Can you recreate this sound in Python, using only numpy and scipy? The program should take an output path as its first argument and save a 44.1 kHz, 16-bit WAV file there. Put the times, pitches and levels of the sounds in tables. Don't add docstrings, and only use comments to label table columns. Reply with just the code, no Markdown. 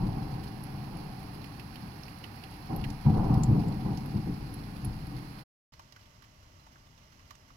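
import sys
import numpy as np
from scipy import signal
from scipy.fft import rfft, irfft, next_fast_len
from scipy.io import wavfile
from scipy.ndimage import uniform_filter1d

SR = 44100
rng = np.random.default_rng(int(sys.argv[2]) if len(sys.argv) > 2 else 0)


def store_wav(level_fs):
    pcm = np.round(np.clip(np.atleast_2d(level_fs), -1, 1) * 32767)
    wavfile.write(sys.argv[1], SR, pcm.T.astype(np.int16))


N = 333396
TIME = np.arange(N) / SR
FFT_SIZE = next_fast_len(N + 4096)
HZ = np.maximum(np.arange(FFT_SIZE // 2 + 1) * SR / FFT_SIZE, 1)
WINDOW_END_S, PANE_START_S = 5.428, 5.721

# (frequency [Hz], likeness [0-1])
STEREO_LIKENESS = [(120, 1), (300, 0.97), (600, 0.61), (1200, 0.42), (4000, 0.08), (12000, 0.06)]
# (frequency [Hz], left [dB], right [dB])
THUNDER_TONE = [(25, -7, -9.5), (79.4, -13, -16), (124.2, -2.5, -3.5), (173, -8, -10), (213.8, -6, -8),
                (255, -16.5, -14.5), (295, -11, -14), (351, -19.5, -26), (545, -43, -26),
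                (659, -26.5, -36.5), (762, -21, -18), (1076, -36.5, -27.5), (1420, -42.5, -39.5),
                (1880, -57, -51.5)]
# (frequency [Hz], width [Hz], level [dB])
WINDOW_NOTES = [(132, 59, 1.5), (183, 11, -2), (296, 20, 1), (408, 11, 9), (770, 22, -2)]
# (time [s], hold [s], boom of the lowest pane note [dB], knock of higher notes [dB],
# crackle [dB])
THUNDERCLAPS = [(0.0, 0.055, -33, -33, -58), (0.153, 0.039, -38.5, -41, -49),
                (0.313, 0.04, -39, -50, -50.5), (0.717, 0.1, -42, -51, -62), (0.93, 0.024, -60, -42.5, -58),
                (1.803, .04, -46, -45, -65), (2.69, 0.053, -36.5, -35, -43), (2.792, 0.11, -36, -41, -52),
                (3.048, 0.037, -19, -25.5, -38.5), (3.126, 0.11, -31.5, -30, -38.5),
                (3.286, 0.038, -23, -28, -37), (3.363, 0.017, -20.5, -30.5, -45.5),
                (3.475, .025, -17.5, -27.5, -47.5), (3.537, 0.038, -40, -25.5, -48),
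                (3.65, 0.024, -35, -32, -53), (3.84, 0.057, -31.5, -34.5, -45.5),
                (4.133, 0.017, -28.5, -30.5, -59), (4.258, 0.016, -37.5, -30.5, -57),
                (4.83, 0.029, -32.5, -40.5, -53.5), (5.098, 0.062, -41, -45, -59)]
# (peak time [s], level [dB])
DEEP_SWELLS = [(0.04, -34.5), (0.95, -47), (2.8, -37), (3.2, -30), (3.37, -34), (4.32, -39), (4.89, -39)]
# (time [s], rumble [dB], crackle [dB])
CITY_ECHOES = [(0, -39, -45.5), (0.5, -44.5, -53), (1.1, -46, -51.5), (1.6, -49, -57.5),
               (2.2, -52.5, -57.5), (3.0, -50.5, -54), (3.45, -34.5, -46), (4.5, -44.5, -57),
               (5.15, -45, -60), (5.43, -51.5, -59.5)]
# (frequency [Hz], left [dB], right [dB])
CITY_TONE = [(19.8, -85, -87), (50, -71.5, -71.5), (130, -75.5, -75), (209, -80.5, -77.5), (370, -95, -86),
             (520, -92.5, -89), (700, -85.5, -90)]
# (frequency [Hz], left [dB], right [dB])
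RAIN_TONE = [(700, -80, -78.5), (960, -86, -77.5), (1320, -88.5, -84), (1920, -99, -86), (2820, -103, -88),
             (3040, -105, -92.5), (3860, -105, -95.5), (4150, -103, -87), (5220, -107, -90.5),
             (7470, -108, -116), (9160, -111, -105), (10100, -112, -95.5), (12900, -114, -99.5),
             (14000, -123, -104)]
# (time [s], left [dB], right [dB])
SHOWER_LEVEL = [(0, -1, 0.46), (2.9, -.5, 0.1), (3.6, 2.5, 0), (5.3, 2, -0.5)]
# (time [s], pitch [Hz], ring [dB], splash [dB], left minus right [dB])
WINDOW_TICKS = [(0.4389, 8370, 12, 1.5, 0), (0.6361, 10800, 22, -14, -8), (0.9683, 10370, 9, -4, 0),
                (1.4415, 2840, 6, 4, -1), (1.5951, 2780, 10.5, 4, 0), (1.7566, 3380, 13, 4, -6),
                (2.0335, 5640, 14.5, -1, -4), (2.0802, 2800, 12.5, 1, -6), (2.1842, 9560, 5, 0, -2.5),
                (2.2395, 2900, 20.5, 4, -2), (2.4362, 3200, 14.5, 4.5, -2), (2.7608, 12600, 24, -6, -5),
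                (2.8395, 3030, 20.5, 4.5, 2), (2.845, 1800, 16.5, 4, -1), (2.9015, 7400, 23.5, 3.5, -13),
                (3.276, 13500, 9, -7, -3), (3.3402, 5760, 2, 6, 4.5), (3.4332, 7360, 30, -5, 10),
                (3.682, 7370, 13, -1, 4), (3.9723, 6440, 22, 1, -8), (4.0591, 11620, 12, -1, -3),
                (4.5391, 10800, 19, 0, -2), (4.8465, 10530, 26, -4, 3), (5.068, 10810, 5, -2, -1)]
# (frequency [Hz], left [dB], right [dB])
RUMBLE_TONE = [(20, -82, -89), (44.7, -82, -83), (107, -78, -81), (163, -86, -88.5), (272, -89, -94.5),
               (394, -99.5, -100)]
# (frequency [Hz], left [dB], right [dB])
PATTER_TONE = [(448, -103, -99), (800, -99, -98.5), (1160, -98.5, -97), (1710, -106, -100),
               (2520, -112, -101), (3730, -114, -104), (4640, -114, -103), (6460, -117, -103),
               (7550, -118, -111), (9800, -123, -118), (11700, -123, -109), (14400, -128, -117)]
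# (frequency [Hz], width [Hz], level [dB])
HOLLOW_NOTES = [(612, 43, 0.5), (913, 30, -1), (1150, 63, -3), (2024, 120, -1), (2930, 420, -1),
                (4050, 59, -0.5), (4450, 76, -1), (5140, 180, 1.5), (5740, 90, 1), (6850, 190, -6)]
# (time [s], pitch [Hz], ring [dB], splash [dB], left minus right [dB])
PANE_TAPS = [(5.736, 4200, 9.5, 4, 0.5), (5.7937, 910, 18, 8.5, 2), (5.9228, 4630, 12, 7, -4),
             (5.9611, 1510, 17, 4, 0), (6.2217, 1200, 11, 5.5, -7), (6.6651, 846, 17, 0, -2),
             (6.757, 1500, 13, -8, 3), (7.3066, 1170, 24, 13, -11), (7.3522, 7240, 12, 2, 0),
             (7.502, 1100, 14, -8, -4)]
# (frequency [Hz], width [Hz], level [dB])
SPRAY_SIZZLE = [(13800, 2700, 3)]


def from_db(db):
    return 10 ** (np.asarray(db) / 20)


def unit_level(x):
    return x / np.sqrt(np.mean(x ** 2) + 1e-20)


def over_time(rows):
    times, *columns = np.transpose(rows)
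    return np.array([np.interp(TIME, times, column) for column in columns])


def over_frequency(rows):
    hz, *columns = np.transpose(rows)
    return np.array([np.interp(np.log(HZ), np.log(hz), column) for column in columns])


def filtered(x, gain):
    return irfft(rfft(x, FFT_SIZE) * gain, FFT_SIZE)[..., :N]


def above(hz, order=4):
    return 1 / np.sqrt(1 + (hz / HZ) ** (2 * order))


def below(hz, order=4):
    return 1 / np.sqrt(1 + (HZ / hz) ** (2 * order))


def tone(rows):
    return from_db(over_frequency(rows)) * np.sqrt(SR / 2)


def resonant(notes, boost_db):
    peaks = sum(from_db(db + boost_db) ** 2 / (1 + (2 * (HZ - hz) / width) ** 2)
                for hz, width, db in notes)
    return np.sqrt(1 + peaks)


def ring_after(gain):
    cepstrum = irfft(np.log(gain + 1e-9), FFT_SIZE)
    cepstrum[..., 1:FFT_SIZE // 2] *= 2
    cepstrum[..., FFT_SIZE // 2 + 1:] = 0
    return np.exp(rfft(cepstrum))


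def arrival(lead_ms):
    return np.exp(-1j * np.pi * HZ * lead_ms / 1000 * np.array([[-1], [1]]))


def two_microphones(streams, lead_ms):
    alike = over_frequency(STEREO_LIKENESS)
    shared = filtered(streams[0], np.sqrt(alike) * arrival(lead_ms))
    return shared + filtered(streams[1:], np.sqrt(1 - alike))


def impacts(per_s, spread_db, click_share):
    sizes = from_db(spread_db * np.minimum(rng.exponential(1, (3, N)), 4))
    signs = rng.choice([-1, 1], (3, N))
    clicks = unit_level(sizes * signs * (rng.random((3, N)) < per_s / SR))
    return np.sqrt(click_share) * clicks + np.sqrt(1 - click_share) * rng.standard_normal((3, N))


def evened(x, span_s):
    power = uniform_filter1d(x.mean(0) ** 2, int(span_s * SR))
    return x / np.sqrt(uniform_filter1d(power, int(span_s * SR / 2)) + 1e-20)


def swells(echo_db, rise_db_per_s=130.5, fall_db_per_s=43.5):
    power = from_db(echo_db) ** 2
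    for peak_s, peak_db in DEEP_SWELLS:
        down_db = np.maximum(rise_db_per_s * (peak_s - TIME), fall_db_per_s * (TIME - peak_s))
        power += from_db(peak_db - down_db) ** 2
    return np.sqrt(power)


def claps(part, echo_db, fall_db_per_s, rise_s=0.016):
    power = from_db(echo_db) ** 2
    for start_s, hold_s, *levels_db in THUNDERCLAPS:
        rise = np.clip((TIME - start_s) / rise_s, 0, 1)
        fallen_db = fall_db_per_s * np.clip(TIME - start_s - rise_s - hold_s, 0, 1)
        power += (rise * from_db(levels_db[part] - fallen_db)) ** 2
    return np.sqrt(power)


def thunder():
    rumble_db, crackle_db = over_time(CITY_ECHOES)
    shocks = two_microphones(impacts(per_s=400, spread_db=2, click_share=0.4), lead_ms=0.03)
    indoors = filtered(shocks, ring_after(tone(THUNDER_TONE) * resonant(WINDOW_NOTES, boost_db=-0.5)))
    roll = evened(filtered(indoors, above(19) * below(65)), span_s=0.11)
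    boom = evened(filtered(indoors, above(70) * below(148, order=6)), span_s=0.059)
    knock = evened(filtered(indoors, above(168.3, order=8) * below(472)), span_s=0.04)
    crackle = evened(filtered(indoors, above(480) * below(2600)), span_s=0.087)
    roll *= swells(rumble_db - 7)
    boom *= claps(0, rumble_db, fall_db_per_s=218.5)
    knock *= claps(1, rumble_db, fall_db_per_s=218.5)
    crackle *= claps(2, crackle_db, fall_db_per_s=140.5)
    return from_db(-1.5) * (roll + boom + knock + crackle)


def city_drone():
    noise = two_microphones(rng.standard_normal((3, N)), lead_ms=0.03)
    return filtered(noise, tone(CITY_TONE) * above(20) * below(670))


def shower():
    hits = two_microphones(impacts(per_s=1500, spread_db=0, click_share=0.35), lead_ms=0.3)
    return filtered(hits * from_db(over_time(SHOWER_LEVEL)), tone(RAIN_TONE) * above(1040, order=3))


def drops(rows, lead_ms, splash_s, tail_s, tail_db, width_hz, widening):
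    out, t = np.zeros((2, N)), TIME[:SR // 10]
    flatten = 1 - np.exp(-t / 0.0008)
    for start_s, hz, ring_db, splash_db, pan_db in rows:
        noise = rng.standard_normal((3, len(t)))
        age = t * (hz / 3000) ** 0.18
        fade = np.exp(-age / splash_s) + from_db(tail_db) * np.exp(-age / tail_s)
        burst = (noise[0] + noise[1:]) * flatten * fade
        decay = np.exp(-np.pi * (width_hz + widening * hz) / SR)
        ring = signal.lfilter([1, 0, -1], [1, -2 * decay * np.cos(2 * np.pi * hz / SR), decay ** 2], burst)
        caught = np.sqrt((1 - decay ** 2) / 2)
        drop = from_db(ring_db) * caught * unit_level(ring) + from_db(splash_db) * unit_level(burst)
        start = int(start_s * SR)
        out[:, start:start + len(t)] += (drop * from_db([[pan_db], [0]]))[:, :N - start]
    return filtered(out, arrival(lead_ms)) * np.sqrt(0.011 / t[-1])


def droplets(count, low_hz, high_hz, top_db):
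    when, pitch, smallness, side = rng.random((count, 4)).T
    hz = low_hz * (high_hz / low_hz) ** pitch
    ring_db = top_db - 6 * smallness
    return np.transpose([when * TIME[-1], hz, ring_db, ring_db - 4, 6 * side - 3])


def window_drops():
    ticks = drops(WINDOW_TICKS, lead_ms=0.4, splash_s=0.0045, tail_s=0.018, tail_db=-18,
                  width_hz=350, widening=0.045)
    small = droplets(count=150, low_hz=3300, high_hz=14100, top_db=2.5)
    spray = drops(small, lead_ms=0.3, splash_s=0.012, tail_s=0.012, tail_db=-13.5,
                  width_hz=450, widening=0.14)
    return filtered(ticks + spray, tone(RAIN_TONE) * above(1900))


def outdoor_rumble():
    noise = two_microphones(rng.standard_normal((3, N)), lead_ms=-0.05)
    return filtered(noise, tone(RUMBLE_TONE) * above(16) * below(350))


def pane_patter(hollow):
    hits = two_microphones(impacts(per_s=620, spread_db=-1, click_share=0.17), lead_ms=-0.35)
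    return filtered(hits, hollow * above(274))


def pane_drops(hollow):
    taps = drops(PANE_TAPS, lead_ms=-0.32, splash_s=0.004, tail_s=0.016, tail_db=-17,
                 width_hz=110, widening=0.15)
    small = droplets(count=130, low_hz=900, high_hz=8000, top_db=4)
    spray = drops(small, lead_ms=-0.26, splash_s=0.016, tail_s=0.014, tail_db=-14,
                  width_hz=290, widening=0.079)
    return filtered(taps + spray, ring_after(hollow * above(710) * resonant(SPRAY_SIZZLE, boost_db=-2)))


def scene():
    at_window = city_drone() + shower() + window_drops() + thunder()
    hollow = tone(PATTER_TONE) * resonant(HOLLOW_NOTES, boost_db=5.5)
    under_pane = outdoor_rumble() + pane_patter(hollow) + pane_drops(hollow)
    fade_out = np.clip((WINDOW_END_S - TIME) / 0.021 + 0.5, 0, 1)
    fade_in = np.clip((TIME - PANE_START_S) / 0.0027, 0, 1)
    return fade_out * at_window + fade_in * under_pane


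def record(dry):
    cutoff_hz = 15850
    return signal.sosfilt(signal.ellip(10, 0.1, 80, cutoff_hz, fs=SR, output="sos"), dry)


dry = scene()
out = record(dry)
store_wav(out)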